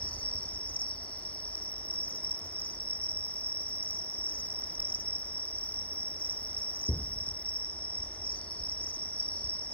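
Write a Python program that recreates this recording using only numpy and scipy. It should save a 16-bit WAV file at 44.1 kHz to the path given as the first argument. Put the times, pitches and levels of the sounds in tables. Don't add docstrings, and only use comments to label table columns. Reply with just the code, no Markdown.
import sys
import numpy as np
from scipy import signal
from scipy.fft import rfft, irfft, next_fast_len
from scipy.io import wavfile
from scipy.ndimage import uniform_filter1d, map_coordinates

SR = 44100
rng = np.random.default_rng(int(sys.argv[2]) if len(sys.argv) > 2 else 0)


def int16_out(signal):
    q = np.round(np.clip(np.atleast_2d(signal).T, -1, 1) * 32767)
    wavfile.write(sys.argv[1], SR, q.astype(np.int16))


N = 429093

# f/Hz, relative level/dB
AIR_COLOUR = [(18, -12), (32, -29), (48, 2.5), (60, 4), (72, -9), (86, 4), (105, -11.5), (363, -8.5),
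              (496, -12), (573, -9), (1550, -19.5), (1910, -20), (2720, -26), (3300, -25), (4200, -26),
              (6400, -19.5), (7200, -32), (8100, -42), (9800, -30), (11300, -34), (12300, -39.5),
              (15800, -53)]
# t/s, level/dB
AIR_LEVEL = [(0.0, -48.5), (0.51, -49.5), (0.73, -50.5), (2.65, -49.5), (2.85, -50.5), (3.6, -51),
             (4.79, -49), (5.2, -50.5), (6.07, -50), (6.34, -49.5), (7.59, -51), (8.02, -50), (9.73, -50.5)]
# f/Hz, correlation (1 = same)
PORT_LIKENESS = [(60, 1), (300, 0.95), (500, 0.7), (1100, 0.52), (1650, 0.11), (1950, 1), (3900, 0.19),
                 (4500, 0.99), (6200, 1), (6900, 0.3), (7500, 0.29), (9200, 0.87), (9800, 1), (13200, 1),
                 (15800, 1)]

# t/s, level/dB, brightness f/Hz, rolling tail level/dB against the push
BLASTS = [(0.028, -37.5, 120, -6), (0.139, -36.5, 100, -15), (.345, -40.5, 102, -3),
          (0.528, -39.5, 70, -11), (0.7, -42, 99, -9), (6.888, -18.5, 230, -7.5), (7.275, -45.5, 139, 4),
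          (7.987, -41, 90, -5), (8.598, -42, 70, -2), (8.777, -43, 101, -15.5), (9.437, -37.5, 110, -25)]
# f/Hz, width/Hz, level/dB
BLAST_RESONANCES = [(70.5, 45, 9.5), (126, 60, -3), (237, 120, 0.5), (407, 117, 6)]
# delay/s, level/dB
BLAST_ECHOES = [(0.036, -4), (0.083, -9), (0.122, -12), (.16, -17), (.213, -20), (.27, -16.5), (.32, -21)]
# f/Hz, t60/s
ROLL_DECAY = [(50, 0.82), (110, 0.93), (280, 0.64), (600, 0.47)]
ECHO_HZ, RUMBLE_LEAD_S = 260, .011

# t/s, level/dB
RASP_LEVEL = [(0, -72), (5.56, -69), (5.59, -56.5), (7.57, -58), (7.63, -68), (7.85, -85), (8.72, -66),
              (8.95, -77), (9.58, -75), (9.63, -62), (9.68, -80)]
# f/Hz, relative level/dB
RASP_COLOUR = [(11500, -54), (12600, -11), (13300, -6), (14100, 2), (14700, -1), (15200, -1), (15800, -0.5)]
# t/s, length/s
BUZZ_DIPS = [(5.755, .05), (5.818, .05), (6.135, .05), (6.535, .04), (6.855, .03), (6.935, .035),
             (7.235, .14)]
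DIP_DB = -12
TICK_START_S, TICK_GAP_S, TICK_COUNT = .055, .07597, 77
TICK_HURRY = .158
TICK_RUSH_S, TICK_RUSH_POWER = .02, 40
TICK_RISE_S, TICK_STOP_S = .022, .008

# t/s, level/dB, how far ahead its faint lead-in stroke comes/s
TRIPLE_CHIRPS = [(.094, -46, 0.057), (0.703, -44, 0.16), (2.058, -47, 0.11), (2.608, -48, .147),
                 (3.84, -47, .147), (4.301, -44, 0.058), (4.904, -46, 0.149), (6.214, -48, .147),
                 (6.765, -44, 0.17), (8.267, -47, 0.12), (8.843, -44, 0.13)]
# offset/s, level/dB against the chirp, starting f/Hz
TRIPLE_STROKES = [(-.003, -.5, 6010), (.05, 1.5, 6035), (.103, 2, 6040)]
LEAD_IN_DB, LEAD_IN_HZ = -3, 5960
# t/s, overtone level/dB
FALLING_STROKES = [(0.154, -62), (0.213, -62), (0.676, -60.5), (0.817, -60), (0.896, -62), (2.244, -60),
                   (2.388, -60.5), (2.865, -60), (3.021, -60), (4.425, -61), (4.57, -63), (5.01, -65),
                   (5.066, -58), (5.186, -66), (6.44, -60), (6.584, -58), (6.644, -64), (7.136, -59),
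                   (7.283, -58.5), (8.519, -55), (8.652, -57), (9.188, -57.5), (9.332, -61)]
# t/s, length/s, start f/Hz, end f/Hz, level/dB, strokes/s
SINKING_TRILLS = [(-.05, .55, 4470, 4420, -58, 48.5), (.039, .52, 4610, 4510, -52, 48.5),
                  (.5, .35, 4540, 4500, -62, 48), (.805, .44, 4600, 4550, -52, 47.5),
                  (1.06, .62, 4450, 4415, -57, 47.5), (1.3, .35, 4810, 4740, -59, 53),
                  (2.515, .38, 4810, 4730, -57.5, 53), (3.48, .35, 4810, 4730, -58.5, 53),
                  (4.38, .38, 4810, 4730, -59, 53), (5.345, .38, 4810, 4730, -58.5, 53),
                  (6.33, .38, 4810, 4730, -59, 53), (8.284, .48, 4600, 4490, -52.5, 51),
                  (8.78, .4, 4510, 4500, -63, 51), (9.155, .52, 4600, 4500, -52, 50)]
TRILL_SWELL_S, TRILL_SWELL_DB, TRILL_SCOOP_HZ = .03, 10, 80
# first stroke t/s, end t/s, strokes/s
HIGH_BOUTS = [(.0097, 1.72, 37.98), (1.8938, 9.73, 38.15)]

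# t/s, level/dB
FAR_CHORUS_LEVEL = [(0, -39), (.95, -39), (1.1, -41), (1.75, -38), (2.45, -41.5), (3.2, -38), (4.7, -39.5),
                    (6, -39), (7.6, -39), (8.12, -40.5), (8.8, -39.5), (9.36, -39), (9.73, -38.5)]
# f/Hz, relative level/dB
CROWD_COLOUR = [(4300, -50), (4700, -31), (4880, -27), (5030, -17), (5250, -9), (5420, -5), (5510, -1.5),
                (5590, -6), (5700, -4), (5780, -18), (5900, -24), (6200, -68)]
# first stroke t/s, stroke count, strokes/s, level/dB
NEAR_CHIRPS = [(0.024, 3, 39.0, -35.1), (0.232, 7, 39.25, -34.1), (0.434, 6, 36.5, -38.1),
               (0.764, 7, 40.5, -35.3), (1.884, 7, 39.75, -33.9), (2.246, 6, 39.75, -35.5),
               (2.538, 7, 39.0, -37.3), (2.881, 4, 40.25, -33.5), (3.014, 10, 38.5, -35.7),
               (3.444, 7, 38.75, -35.9), (3.729, 10, 39.5, -36.1), (4.188, 6, 38.75, -34.2),
               (4.452, 9, 37.5, -35.7), (4.799, 7, 39.5, -33.6), (5.083, 4, 40.75, -34.1),
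               (5.352, 5, 41.0, -36.1), (5.588, 10, 39.0, -38.1), (5.927, 8, 39.5, -35.1),
               (6.222, 7, 39.5, -34.0), (6.548, 7, 39.5, -34.8), (6.836, 3, 37.5, -34.9),
               (7.156, 8, 38.5, -35.6), (7.464, 5, 39.75, -34.4), (7.595, 5, 39.5, -36.4),
               (7.823, 10, 38.5, -36.8), (8.22, 6, 38.75, -34.3), (8.612, 7, 37.5, -36.9),
               (8.813, 3, 36.5, -37.3), (8.994, 3, 36.5, -36.1), (9.203, 4, 37.5, -32.6),
               (9.446, 5, 37.75, -35.0)]
CHIRP_ENDS_DB, STROKE_SCATTER_DB = -0.5, 1.5
# t/s (shortly before mid-stroke), level/dB
SHARP_STROKES = [(.205, -42), (0.313, -35), (0.761, -36), (0.79, -39), (1.254, -34), (1.57, -42),
                 (1.883, -34), (1.93, -33), (2.245, -32.5), (2.312, -28), (2.617, -34), (2.803, -32.5),
                 (3.088, -43), (3.847, -38), (4.502, -38), (4.541, -43), (4.636, -38), (4.797, -32),
                 (4.821, -34), (4.923, -36), (4.944, -31), (5.742, -34), (6.295, -32.5), (6.547, -32.5),
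                 (6.568, -34), (6.601, -37), (6.831, -36), (7.155, -37), (7.205, -33), (7.286, -32),
                 (7.336, -36), (7.444, -42), (8.638, -35), (8.688, -39), (9.198, -34), (9.227, -30),
                 (9.28, -32)]
SHARP_S = .012
CLEARING_S, CLEARING = .02, .9

# f/Hz, level/dB
LEAF_SCATTER = [(4000, -22), (6500, -22), (8500, -11), (11500, -15), (15000, -19)]
# f/Hz, left over right level/dB
PORT_BALANCE = [(330, 0), (770, 3), (1170, 7), (1790, 1), (2740, 1), (4190, -0.5)]
# f/Hz, lead of the left/rad
PORT_LEAD = [(0, 0), (400, 0), (1030, 1), (1400, 1.2), (1720, 5.6), (2600, 8.6), (3900, 7.1), (4500, 7.75),
             (5000, 7.68), (5100, 7.8), (5800, 9.4), (6030, 9.68), (6890, 10.3), (7300, 12.5), (8270, 12.6),
             (9700, 15.7), (10350, 15.7), (12200, 18.8), (13000, 19.2), (14500, 21.9), (15800, 23.3)]
TOP_HZ = 15830


def amp(db):
    return 10 ** (np.asarray(db) / 20)


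def unit(x):
    return x / np.sqrt(np.mean(x ** 2) + 1e-20)


def along(points, hz):
    f, v = np.transpose(points)
    return np.interp(np.log(hz + 1), np.log(f + 1), v)


def curve(rows):
    return np.interp(np.arange(N) / SR, *np.transpose(rows))


def wobble(rate, s):
    knots = rng.standard_normal(int(N * rate / SR) + 4)
    return map_coordinates(knots, [s * rate], mode="nearest")


def filtered(x, response):
    m = next_fast_len(N + SR // 4, True)
    return irfft(rfft(x, m) * response(np.fft.rfftfreq(m, 1 / SR)), m)[..., :N]


def noise(colour):
    return filtered(rng.standard_normal(N), lambda hz: amp(along(colour, hz)))


def resonances(modes, f):
    return sum(amp(db) * 1j * f * w / (c * c - f * f + 1j * f * w) for c, w, db in modes)


def strokes(mid_s, db, hz, length, fall, overtone_db, point=0.47, late=1.16):
    step = np.arange(int(length * SR))
    u = step / len(step)
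    sinking = u - fall * u ** (late + 1) / (late + 1)
    turns = np.reshape(hz, (-1, 1)) * length * sinking + rng.random((len(mid_s), 1))
    tone = np.sin(2 * np.pi * turns) + amp(overtone_db) * np.sin(4 * np.pi * turns)
    swell = np.sin(np.pi * u) ** point
    rows = np.sqrt(2) * np.reshape(amp(db), (-1, 1)) * swell * tone
    at = np.round((np.reshape(mid_s, (-1, 1)) - length / 2 + 1) * SR).astype(int) + step
    return np.bincount(at.ravel(), rows.ravel(), N + 3 * SR)[SR:SR + N]


def air():
    def mid_side(hz):
        turn = np.arccos(np.clip(along(PORT_LIKENESS, hz), -1, 1)) / 2
        return amp(along(AIR_COLOUR, hz)) * [np.cos(turn), np.sin(turn)]

    mid, side = filtered(rng.standard_normal((2, N)), mid_side)
    return amp(curve(AIR_LEVEL)) * unit(np.array([mid + side, mid - side]))


def fireworks():
    out, t = np.zeros(N + SR), np.arange(SR) / SR
    hz = np.fft.rfftfreq(SR, 1 / SR)
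    echoes = sum(amp(e) * np.exp(-2j * np.pi * hz * lag) for lag, e in BLAST_ECHOES)
    paths = 1 - echoes / (1 + (hz / ECHO_HZ) ** 4)
    delay = np.exp(-2j * np.pi * hz * (RUMBLE_LEAD_S + 0.0018))
    bands, frames, z = signal.stft(rng.standard_normal((len(BLASTS), SR)), SR, nperseg=1024)
    decay = amp(-60 * frames / along(ROLL_DECAY, bands)[:, None])
    tails = signal.istft(z * decay, SR, nperseg=1024)[1][:, :SR]
    for (s, db, bright_hz, tail_db), tail in zip(BLASTS, tails):
        dulling = 1 + 1j * hz / bright_hz
        far = resonances(BLAST_RESONANCES, hz) / dulling ** 3 / (1 + 1j * hz / 620) ** 3
        push = irfft(far * paths * delay, SR)
        tail = irfft(rfft(tail) * far * dulling ** 2, SR)
        tail = tail * (1 - np.exp(-(t / 0.01) ** 2))
        blast = push / abs(push).max() + amp(tail_db) * tail / abs(tail).max()
        out[round((s - RUMBLE_LEAD_S) * SR):][:SR] += amp(db) * blast
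    return out[:N]


def bush_cricket():
    now = np.arange(N) / SR
    k = np.arange(TICK_COUNT)
    s = TICK_START_S + TICK_GAP_S * k * (1 - TICK_HURRY * (k / TICK_COUNT) ** 2 / 3)
    s = s - TICK_RUSH_S * (k / k[-1]) ** TICK_RUSH_POWER
    ticks = np.zeros(N)
    ticks[np.round(s * SR).astype(int)] = amp(rng.normal(-52.0, 1.1, len(s)))
    t = np.arange(-SR // 20, SR // 20) / SR
    tick_shape = np.interp(t, [-TICK_RISE_S, -TICK_RISE_S / 3, 0, TICK_STOP_S], [0, .8, 1, 0])
    ticks = signal.fftconvolve(ticks, tick_shape, "same")
    dipped = sum(1. * (now > start) * (now < start + length) for start, length in BUZZ_DIPS)
    dipped = uniform_filter1d(dipped, size=200)
    buzz = amp(curve(RASP_LEVEL) + DIP_DB * dipped)
    teeth = unit(amp(3.2 * wobble(110, now)))
    rasp = filtered(rng.standard_normal(N), lambda hz: amp(along(RASP_COLOUR, hz) - 60 * (hz < 11500)))
    return (ticks + buzz) * teeth * unit(rasp)


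def triple_chirper():
    rows = [(t + dt, level + step, hz) for t, level, lead in TRIPLE_CHIRPS for dt, step, hz in TRIPLE_STROKES]
    s, db, hz = np.transpose(rows)
    chirps = strokes(s, db, hz, 0.039, .034, -26, point=0.45, late=4)
    s, db, lead = np.transpose(TRIPLE_CHIRPS)
    lead_in_hz = np.full(len(s), LEAD_IN_HZ)
    return chirps + strokes(s - lead, db + LEAD_IN_DB, lead_in_hz, .028, .025, -30, late=2.5)


def falling_singer():
    s, db = np.transpose(FALLING_STROKES)
    overtone_db = -18.0
    return strokes(s, db - overtone_db, 5480, .046, .042, overtone_db, point=.9, late=.8)


def sinking_trills():
    out = 0
    for start, length, start_hz, end_hz, db, rate in SINKING_TRILLS:
        u = np.arange(0, length, 1 / rate) / length
        soft = np.exp(-(u * length / TRILL_SWELL_S) ** 2)
        fade_db = db - 4 * u - 7 * u ** 3 - TRILL_SWELL_DB * soft + rng.normal(0, 1.5, len(u))
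        s = start + u * length + rng.normal(.01, .0005, len(u))
        hz = end_hz + (start_hz - end_hz) * (1 - u) ** 1.3 - TRILL_SCOOP_HZ * soft
        hz = hz + rng.normal(0, 10, len(u))
        out = out + strokes(s, fade_db, hz, 0.019, 0.012, -38, point=.6)
    return out


def high_triller():
    s = np.concatenate([np.arange(start, end, 1 / rate) for start, end, rate in HIGH_BOUTS])
    return strokes(s, rng.normal(-68.5, 1.2, len(s)), 9110, 0.02, 0.086, -60)


def far_chorus(count=2):
    singers = 0
    for pace, pitch in rng.standard_normal((count, 2)):
        s = np.arange(0, N / SR, 1 / (38.8 + .7 * pace))
        s = s + rng.normal(.01, .001, len(s))
        phrase_db = 2.2 * wobble(2.79, s) + rng.normal(0, 1.6, len(s))
        singers = singers + strokes(s, phrase_db, 5700 + 70 * pitch, .022, 0.0772, -28.5)
    blend = unit(singers) + 0.81 * unit(noise(CROWD_COLOUR))
    return amp(curve(FAR_CHORUS_LEVEL)) * unit(blend)


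def near_crickets():
    runs = []
    for s, count, rate, db in NEAR_CHIRPS:
        for k in range(round(count)):
            place = 2 * k / (round(count) - 1) - 1
            runs.append((s + k / rate, db + CHIRP_ENDS_DB * place ** 2))
    s, db = np.transpose(runs)
    chance = rng.standard_normal((len(s), 2))
    hz = 5575 + 20 * chance[:, 1]
    return strokes(s, db + STROKE_SCATTER_DB * chance[:, 0], hz, .02, 0.034, -32.0)


def chorus():
    s, db = np.transpose(SHARP_STROKES)
    starts = np.bincount(np.round((s - SHARP_S / 2) * SR).astype(int), minlength=N)
    window = np.hanning(int(CLEARING_S * SR))
    background_gain = 1 - CLEARING * signal.fftconvolve(starts, window, "same")
    sharp = strokes(s + SHARP_S / 8, db, np.full(len(s), 5610), SHARP_S, 0.041, -35, point=0.48)
    return background_gain * (far_chorus() + near_crickets()) + sharp


def leaves(insects):
    t = np.arange(SR // 5) / SR
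    tails = rng.standard_normal((2, SR // 5)) * amp(-60 * t / .2)
    scatter = signal.oaconvolve(insects[None], tails / np.linalg.norm(tails[0]), axes=1)[:, :N]
    return filtered(scatter, lambda hz: amp(along(LEAF_SCATTER, hz)))


def scene():
    soloists = triple_chirper() + falling_singer() + sinking_trills() + high_triller()
    insects = chorus() + soloists + bush_cricket()
    return insects + leaves(insects) + fireworks() + air()


def record(dry):
    side = np.array([[.5], [-.5]])
    low_hz = 43

    def ports(hz):
        balance = amp(side * along(PORT_BALANCE, hz))
        phase = np.exp(1j * side * np.interp(hz, *np.transpose(PORT_LEAD)))
        bass_cut = (hz * hz / (hz * hz - low_hz ** 2 - 1.3j * hz * low_hz)) ** 2
        return balance * phase * bass_cut * (hz < TOP_HZ)

    return filtered(dry, ports)


dry = scene()
out = record(dry)
int16_out(out)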